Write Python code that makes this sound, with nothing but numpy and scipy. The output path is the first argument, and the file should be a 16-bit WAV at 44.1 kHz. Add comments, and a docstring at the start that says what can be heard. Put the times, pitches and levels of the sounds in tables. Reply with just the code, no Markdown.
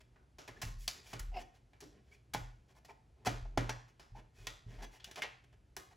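"""A small plastic printer clicks on a table: a paper roll is pressed in, the cover is shut and
latched, and the printer is tipped up. Each click is a quick cluster of tiny contacts that ring
the shell. Fingers and paper rub, firm pushes thump the table, the hinge and cover creak, and
the roll squeaks once as it sticks and slips. A close pair of microphones hears it all in a
small, fairly dry room."""
import sys
import numpy as np
from scipy import signal
from scipy.fft import rfft, irfft
from scipy.io import wavfile
from scipy.ndimage import uniform_filter1d

SR = 44100
rng = np.random.default_rng(int(sys.argv[2]) if len(sys.argv) > 2 else 0)


def waveform_to_disk(signal):
    """Save audio, clipped to [-1, 1], as 16-bit WAV at the path in sys.argv[1]."""
    frames = np.transpose(np.atleast_2d(signal))
    scaled = np.clip(frames, -1, 1) * 32767
    samples = np.round(scaled).astype(np.int16)
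    wavfile.write(sys.argv[1], SR, samples)


N = 262836


def gain_of(db):
    """Turns decibels into a number to multiply by."""
    return 10 ** (np.asarray(db) / 20)


def evened(x):
    """Scales a signal to an average (rms) level of 1."""
    return x / np.sqrt(np.mean(x ** 2) + 1e-20)


def read(points, hz):
    """Looks up a frequency in a table, blending between rows by pitch."""
    row_hz, value = np.transpose(points)
    return np.interp(np.log(hz + 1), np.log(row_hz + 1), value)


def add(mix, start_s, sound):
    """Mixes a sound in at its start time."""
    part = mix[max(round(start_s * SR), 0):][:len(sound)]
    part += sound[:len(part)]


def tinted(x, points):
    """Filters a sound by a table of frequencies in Hz and levels in dB."""
    hz = np.fft.rfftfreq(x.shape[-1], 1 / SR)
    return irfft(rfft(x) * gain_of(read(points, hz)), x.shape[-1])


def lifted(x, hz, sharpness, db):
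    """A resonance changes the band around hz by db."""
    return x + (gain_of(db) - 1) * signal.lfilter(*signal.iirpeak(hz, sharpness, fs=SR), x)


def wobble(count):
    """The unsteadiness of a slipping contact, changing every few milliseconds."""
    return evened(uniform_filter1d(rng.standard_normal(count), size=130))


def ringing(tones, t, detune):
    """Fading tones, each a little off pitch according to the grip."""
    out = np.zeros(len(t))
    for hz, db, fade_s in tones:
        pitch_hz = hz * (1 + detune * rng.standard_normal())
        out += gain_of(db - 60 * t / fade_s) * np.sin(2 * np.pi * pitch_hz * t)
    return out


def contacts(envelope, per_s, grit):
    """Tiny hits of uneven size over a fine grit; the envelope sets their strength over time."""
    count = len(envelope)
    hits = rng.standard_normal(count) * (rng.random(count) < per_s / SR)
    return envelope * (evened(hits) + grit * rng.standard_normal(count))


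# The five zones that set a contact's tone colour, in Hz: hollow, body, clack, snap and air.
ZONES_HZ = [330, 850, 2500, 6000, 12500]
def tilted(zones_db, db, brightness_db, pivot_hz=2500):
    """A contact's zone levels: a hard edge favours the treble, a soft or heavy one the bass."""
    return np.array(zones_db) + db + brightness_db * np.log2(np.array(ZONES_HZ) / pivot_hz)


def colour(hz, zones_db, bass_hz=150, top_hz=15500):
    """A filter through the zone levels; a small case gives little bass, soft plastic little top."""
    gain = gain_of(read(np.c_[ZONES_HZ, zones_db], hz))
    gain *= (hz ** 2 + 100) / (hz ** 2 + bass_hz ** 2)
    gain /= 1 + (hz / top_hz) ** 10
    log_gain = np.log(np.r_[gain, gain[-2:0:-1]])
    return np.exp(np.conj(signal.hilbert(log_gain)))[:len(hz)]  # nothing sounds before the hit


# The shell's tones. Each row: pitch in Hz, level in dB, seconds to fade by 60 dB.
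SHELL_TONES = [(274.5, -2.5, 0.032), (432.3, -7, 0.16), (498, 1.5, 0.039), (758.5, 4.5, 0.036),
               (892, 2, 0.078), (1081, 2.5, .05), (1250, -2, 0.02), (1700, -8.5, .05), (1889, 0, 0.13),
               (2105, -1, .07), (2434, 6.5, 0.024), (2650, -0.5, 0.083), (2983, -0.5, 0.08),
               (3486, 10, 0.011), (6020, -1, 0.11)]
def shell(force, zones_db, ring_db=-43):
    """A force rings the shell. Returns that sound and a plain tick with the same tone colour."""
    size = max(8192, len(force) + 4096)
    size += size % 2
    response = gain_of(ring_db) * ringing(SHELL_TONES, np.arange(4096) / SR, detune=0.017)
    response[0] += 1  # the hit itself
    spectrum = rfft(force, size) * rfft(response, size)
    hz = np.fft.rfftfreq(size, 1 / SR)
    # Bring each zone from its own level to the one that the place of contact sets.
    octaves_away = abs(np.log2((hz + 1) / np.array(ZONES_HZ)[:, None]))
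    weights = np.maximum(1 - octaves_away / 4.3, 0)
    own_db = 10 * np.log10(weights @ abs(spectrum) ** 2 / weights.sum(1) + 1e-20)
    return irfft(spectrum * colour(hz, zones_db - own_db)), irfft(colour(hz, zones_db))


# The tone colour of an average rub: one level in dB for each zone.
RUB_COLOUR = [4.5, -3, -2, -7, -17.5]
# Fingers, paper and case sliding. Each row: start in seconds, length in seconds, level in dB,
# brightness in dB per octave, how much the hollow case answers in dB.
RUBS = [(0, 0.0244, -27.5, 0, -12), (0.089, 0.2, -42.5, -4.5, 4), (0.527, 0.123, -24.5, -2, 2),
        (0.661, 0.0399, -19.5, -0.5, -9), (0.772, 0.12, -23, 6.5, -7), (0.917, 0.1044, -21, 0, -2.5),
        (1.018, 0.1623, -16, 2.5, 3.5), (1.378, 0.062, -15.5, 0, 5), (1.527, 0.064, -31, 0.5, 5),
        (1.881, 0.16, -32.5, -4.5, -5), (2.001, 0.23, -32.5, 0, -6), (2.1, 0.073, -28, 0.5, -4.5),
        (2.671, 0.07, -31.5, 0.5, 9.5), (2.742, 0.061, -32.5, 3, 17.5), (2.878, 0.051, -26, 0, 18),
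        (3.112, 0.31, -36, -3.5, 8.5), (3.446, 0.023, -36, -2.5, 20.5), (3.868, .053, -31, 0, -3),
        (4.136, 0.09, -22, -2, 5), (4.323, 0.19, -20.5, 1, -1.5), (4.645, .18, -19.5, -1.5, -2),
        (4.769, 0.091, -21.5, -1, 13), (4.814, 0.048, -12, 0, 5.5), (4.901, 0.098, -22.5, 2, 8.5),
        (5.057, 0.059, -27.5, -2, 10.5), (5.161, 0.048, -13.5, 0, 13), (5.435, 0.019, -33, -0.5, -2.5),
        (5.52, 0.0338, -33.5, -2, 1.5), (5.896, 0.053, -31, 0.5, 14)]
def rubs(level_db=-1, clump_db=1.0, case_hz=821):
    """Sliding surfaces catch and slip in uneven clumps; strokes on the case itself sound hollow."""
    out = np.zeros(N)
    for start_s, length_s, db, brightness_db, hollow_db in RUBS:
        count = int(np.clip(length_s, .01, .25) * SR)
        stroke = signal.windows.tukey(count, .8) * gain_of(clump_db * wobble(count))
        force = contacts(stroke, per_s=1800, grit=1.5)
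        sound, _ = shell(force, tilted(RUB_COLOUR, db, brightness_db))
        add(out, start_s, lifted(sound, case_hz, sharpness=3.1, db=hollow_db))
    return gain_of(level_db) * out


# The low rumble of the hands. Each row: frequency in Hz, level in dB.
HAND_RUMBLE = [(20, -28.5), (39, -3.5), (60, 4.5), (95, -5), (120, 2.5), (160, -12.5), (400, -19.5),
               (1500, -79.5)]
# The room's steady hush. Each row: frequency in Hz, level in dB.
ROOM_HUSH = [(59, 7.5), (100, -6), (177, -5), (721, -10), (1150, -17.5), (2420, -19), (7450, -26.5),
             (9020, -22), (10000, -28.5), (11400, -31.5), (16000, -47)]
def rumble_and_hush(pushes, hold_db=-67, shift_db=-16, shift_s=0.15, hush_db=-73.5):
    """Hands rumble faintly as they hold the printer, more around each push, over the room's hush."""
    effort = np.sqrt(abs(uniform_filter1d(pushes ** 2, int(shift_s * SR))))
    strength = np.hypot(gain_of(hold_db), gain_of(shift_db) * effort)
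    rumble = strength * evened(tinted(rng.standard_normal(N), HAND_RUMBLE))
    hush = gain_of(hush_db) * evened(tinted(rng.standard_normal(N), ROOM_HUSH))
    return rumble + hush


# The tone colour of an average click: one level in dB for each zone.
CLICK_COLOUR = [-1, 1, -3, -5.5, -15]
# Plastic clicks and latch snaps. Each row: start in seconds, contact time in seconds, level in dB,
# brightness in dB per octave, extra echo in dB, the struck part's pitch in Hz, its resonance in dB.
CLICKS = [(.159, .0024, -44, -3, 4.5, 1490, 13.5), (.384, 0.0012, -24, -0.5, 14.5, 5670, 2.5),
          (0.477, 0.0022, -17.5, 0, 4.5, 2129, 4), (.486, 0.00528, -21.5, -4, -1, 2110, 1),
          (0.616, .0031, -9, 3.5, 7, 1074, 2), (.626, 0.00274, -11, -0.5, -12, 1735, 3.5),
          (0.878, 0.0012, -3, 3.5, 1, 4775, 5), (1.13, 0.0042, -10, -1, 5, 1493, -1.5),
          (1.194, 0.0018, -18, 6.5, -0.5, 1412, 10.5), (1.732, 0.0012, -36.5, -2.5, 9, 2350, 3),
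          (1.804, 0.00269, -23.5, 2.5, 9, 5630, 3), (1.821, 0.0066, -30.5, -4, 2.5, 300, 14),
          (2.335, 0.00343, -6, 2, 2, 1460, 2.5), (2.3462, 0.0017, -3.5, -1.5, -0.5, 829.7, 0.5),
          (2.847, 0.0042, -23, 0.5, 3, 1860, -6), (3.2483, 0.0037, -17, 0.5, -5.5, 740, 7),
          (3.257, 0.0038, -6.5, 0, 9.5, 696, 2), (3.2661, 0.0021, -4, -0.5, -12, 744, 12),
          (3.273, 0.0016, 0, -2, 0.5, 261, 4.5), (3.5743, 0.001685, 2, -3, 2, 810, 0.5),
          (3.6923, 0.0017, -12.5, 0.5, -2.5, 1023, 14), (3.694, 0.001192, -9, -1.5, 0.5, 5720, 7.5),
          (3.702, 0.00207, -17.5, -1.5, 3, 1710, 10), (3.995, .0016, -27, -1, 12, 5200, 2.5),
          (4.4686, 0.0018, -6, 0.5, 1, 3564, 3.5), (4.471, 0.00093, -25.5, -2.5, 3, 5620, 15),
          (4.998, .003, -38, -1.5, 9, 3400, 15.5), (5.0428, 0.0016, -20, 4, 2, 2900, 9),
          (5.1122, 0.001164, -18, 0.5, 4, 930, -9), (5.1575, 0.0011, -20, 1.5, 10.5, 2500, 7),
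          (5.2189, 0.0033, -12.5, 1, -2, 2160, 14.5), (5.228, 0.0056, -20.5, -0.5, 3, 2700, 18.5),
          (5.235, .007, -26, -3, -1, 790, 17), (5.7655, 0.00067, -17.5, 6.5, 3, 1044, 14.5),
          (5.767, .0015, -20.5, -2.5, 6.5, 372, 0)]
def clicks(level_db=-1.0, chatter_share=0.26, chatter_s=0.011, ring_share=0.3):
    """A catch lets go in a burst, then loose parts chatter. Returns direct sound and the room's share."""
    direct, to_room = np.zeros(N), np.zeros(N)
    t = np.arange(4096) / SR
    for start_s, contact_s, db, brightness_db, room_db, part_hz, resonance_db in CLICKS:
        progress = t / contact_s
        burst = progress * np.exp(-progress)
        chatter = chatter_share * (1 - np.exp(-progress)) * np.exp(-t / chatter_s)
        force = contacts(burst + chatter, per_s=4000, grit=0.78)
        sound_and_tick = shell(force, tilted(CLICK_COLOUR, db, brightness_db))
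        # The struck part shapes a broad band, and lifts a narrow one that rings on briefly.
        sound_and_tick = lifted(sound_and_tick, part_hz, sharpness=1.44, db=resonance_db)
        sound, tick = lifted(sound_and_tick, part_hz, sharpness=30, db=7)
        add(direct, start_s, sound)
        # The room hears all sides of the case at once, so peaks and dips mostly even out.
        add(to_room, start_s, gain_of(room_db) * ring_share * sound)
        add(to_room, start_s + contact_s, gain_of(room_db) * tick)
    return gain_of(level_db) * direct, gain_of(level_db) * to_room


# The tabletop's tones. Each row: pitch in Hz, level in dB, seconds to fade by 60 dB.
TABLE_TONES = [(40.5, 1, .33), (59, -10, .2), (83, -3, .12), (120.5, 6, .25), (155, -7, .1), (194, -9, .13),
               (264, 4, .1)]
# Hands pressing the printer down. Each row: time in seconds, level in dB, pitch in Hz (low is slow).
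PRESSES = [(0.639, -44.5, 121), (0.668, -41, 85), (.773, -42, 34.8), (1.143, -49, 101), (1.212, -41, 44.4),
           (1.291, -38.5, 39), (2.357, -44, 172.9), (2.418, -43.5, 56), (3.344, -42.5, 52),
           (3.43, -37.5, 43.6), (3.582, -33.5, 235), (3.596, -42, 95), (4.124, -48.5, 68.6),
           (4.404, -51, 78.4), (4.667, -46, 102.5), (4.788, -45.5, 34.7)]
def thumps(knock_db=-45, knock_hz=156, knock_delay_s=.005, off_table_s=4.95):
    """The quick knock under a click rings all the table's tones, a slow press only the lowest."""
    out, t = np.zeros(N), np.arange(SR // 2) / SR
    knocks = [(start_s + knock_delay_s, knock_db + tilted(CLICK_COLOUR, db, brightness_db)[0], knock_hz)
              for start_s, _, db, brightness_db, *_ in CLICKS if start_s < off_table_s]
    for time_s, db, hz in PRESSES + knocks:
        half = int(SR / hz)
        phase = 2 * np.pi * hz * np.arange(-half, half) / SR
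        push = phase * np.exp(-phase ** 2 / 2)  # a push and its rebound
        thump = signal.fftconvolve(push / abs(push).sum(), ringing(TABLE_TONES, t, detune=0.009))
        add(out, time_s - half / SR, gain_of(db) * thump)
    return out


# Hinge and cover creaks. Each row: start in seconds, length in seconds, pitch in Hz, level in dB.
CREAKS = [(0.561, 0.025, 1712, -63), (1.062, 0.013, 2443, -66), (2.112, 0.029, 2284, -66),
          (2.146, 0.0089, 2390, -67.5), (2.882, 0.031, 874.9, -59), (2.891, 0.014, 2296, -62),
          (4.148, 0.013, 823, -56), (4.157, 0.036, 874.5, -61.5)]
def creaks(waver_hz=55):
    """Plastic slips on plastic and sings briefly at one wavering pitch."""
    out = np.zeros(N)
    for start_s, length_s, hz, db in CREAKS:
        count = int(length_s * SR)
        cycles = np.cumsum(hz + waver_hz * wobble(count)) / SR
        tone = signal.windows.hann(count) * np.sin(2 * np.pi * cycles)
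        add(out, start_s, gain_of(db) * evened(tone))
    return out


# The resonances of the roll's cradle. Each row: pitch in Hz, width in Hz, level in dB.
CRADLE_TONES = [(413, 73, -7.5), (741, 143, 3.5), (2124, 220, -15), (2730, 261, -7), (5100, 840, -20)]
# The course of the roll's one squeak. Each row: time in seconds, level in dB, slips per second.
ROLL_SQUEAK = [(1.318, -70, 385), (1.34, -55, 342), (1.347, -44.5, 426), (1.359, -48, 385),
               (1.371, -39, 375), (1.38, -42.5, 355), (1.395, -44.5, 345), (1.41, -73, 244)]
def squeak(jitter=.02, roughness=.55):
    """The roll sticks and slips unevenly, making a stack of overtones that the cradle shapes."""
    times_s, db, slip_rates = np.transpose(ROLL_SQUEAK)
    t = np.arange(times_s[0], times_s[-1], 1 / SR)
    slip_hz = np.interp(t, times_s, slip_rates)
    cycles = np.cumsum(slip_hz * (1 + jitter * wobble(len(t)))) / SR
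    tone, out = np.zeros(len(t)), np.zeros(N)
    for harmonic in range(1, 16):
        weight = sum(gain_of(peak_db) / np.hypot(1, 2 * (harmonic * slip_hz - hz) / width_hz) ** 2
                     for hz, width_hz, peak_db in CRADLE_TONES)
        tone += weight * (1 + roughness * wobble(len(t))) * np.sin(2 * np.pi * harmonic * cycles)
    add(out, times_s[0], evened(tone) * gain_of(np.interp(t, times_s, db)))
    return out


# How long the room echoes. Each row: frequency in Hz, seconds to fade by 60 dB.
ECHO_FADE = [(100, 0.31), (400, 0.29), (1000, 0.48), (2700, 0.43), (7000, 0.407), (15000, 0.28)]
# The echo's tone colour. Each row: frequency in Hz, level in dB against the sound sent in.
ECHO_COLOUR = [(100, 0), (400, -1), (1000, -10), (2500, -6), (6000, -10), (13000, -9.5)]
def room(x, build_s=0.0011):
    """Many reflections blur into one short echo, each band fading at its own speed."""
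    reflections = rng.standard_normal(SR) * (rng.random(SR) < .15)
    hz, t, bands = signal.stft(reflections, SR, nperseg=256)
    fade = gain_of(-60 * t / read(ECHO_FADE, hz)[:, None])
    _, tail = signal.istft(bands * fade, SR, nperseg=256)
    tail *= 1 - np.exp(-(np.arange(len(tail)) / SR / build_s) ** 2)
    return signal.fftconvolve(x, tinted(tail / np.linalg.norm(tail), ECHO_COLOUR))[:N]


# How much echo and background comes from the sides. Each row: frequency in Hz, level in dB.
SIDE_LEVELS = [(60, -18.5), (140, -14), (330, -4), (800, -1), (1300, 4.5), (2200, -10), (4500, -43.5),
               (9000, -26), (12000, -8.5), (15000, -6.5)]
def scene():
    """The printer and its echo sit in the middle; reflections from the sides add width."""
    direct_clicks, room_clicks = clicks()
    pushes = thumps()
    handling = rubs() + pushes
    squeaks = squeak() + creaks()
    to_room = room_clicks + handling + gain_of(-5.5) * squeaks  # hands shield the squeaks from the room
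    middle = direct_clicks + handling + squeaks + room(to_room) + rumble_and_hush(pushes)
    side = tinted(room(to_room) + gain_of(-4.0) * rumble_and_hush(pushes), SIDE_LEVELS)
    return np.array([middle + side, middle - side])


# How far the right microphone lags the left. Each row: frequency in Hz, lag in cycles.
RIGHT_LAG = [(7200, 0), (8900, .5), (11300, 1), (13200, 1.5), (15200, 2)]
def record(dry, low_cut_hz=35, high_cut_hz=15950):
    """The microphones lose the deepest bass and the very top; the right one lags in the high treble."""
    hz = np.fft.rfftfreq(N, 1 / SR)
    spectrum = rfft(dry) / np.hypot(1, (low_cut_hz / (hz + 1)) ** 7)
    spectrum[1] *= np.exp(-2j * np.pi * np.interp(hz, *np.transpose(RIGHT_LAG)))
    high_cut = signal.firwin(255, high_cut_hz, window=("kaiser", 9), fs=SR)
    return signal.oaconvolve(irfft(spectrum, N), high_cut[None], "same")


dry = scene()
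out = record(dry)
waveform_to_disk(out)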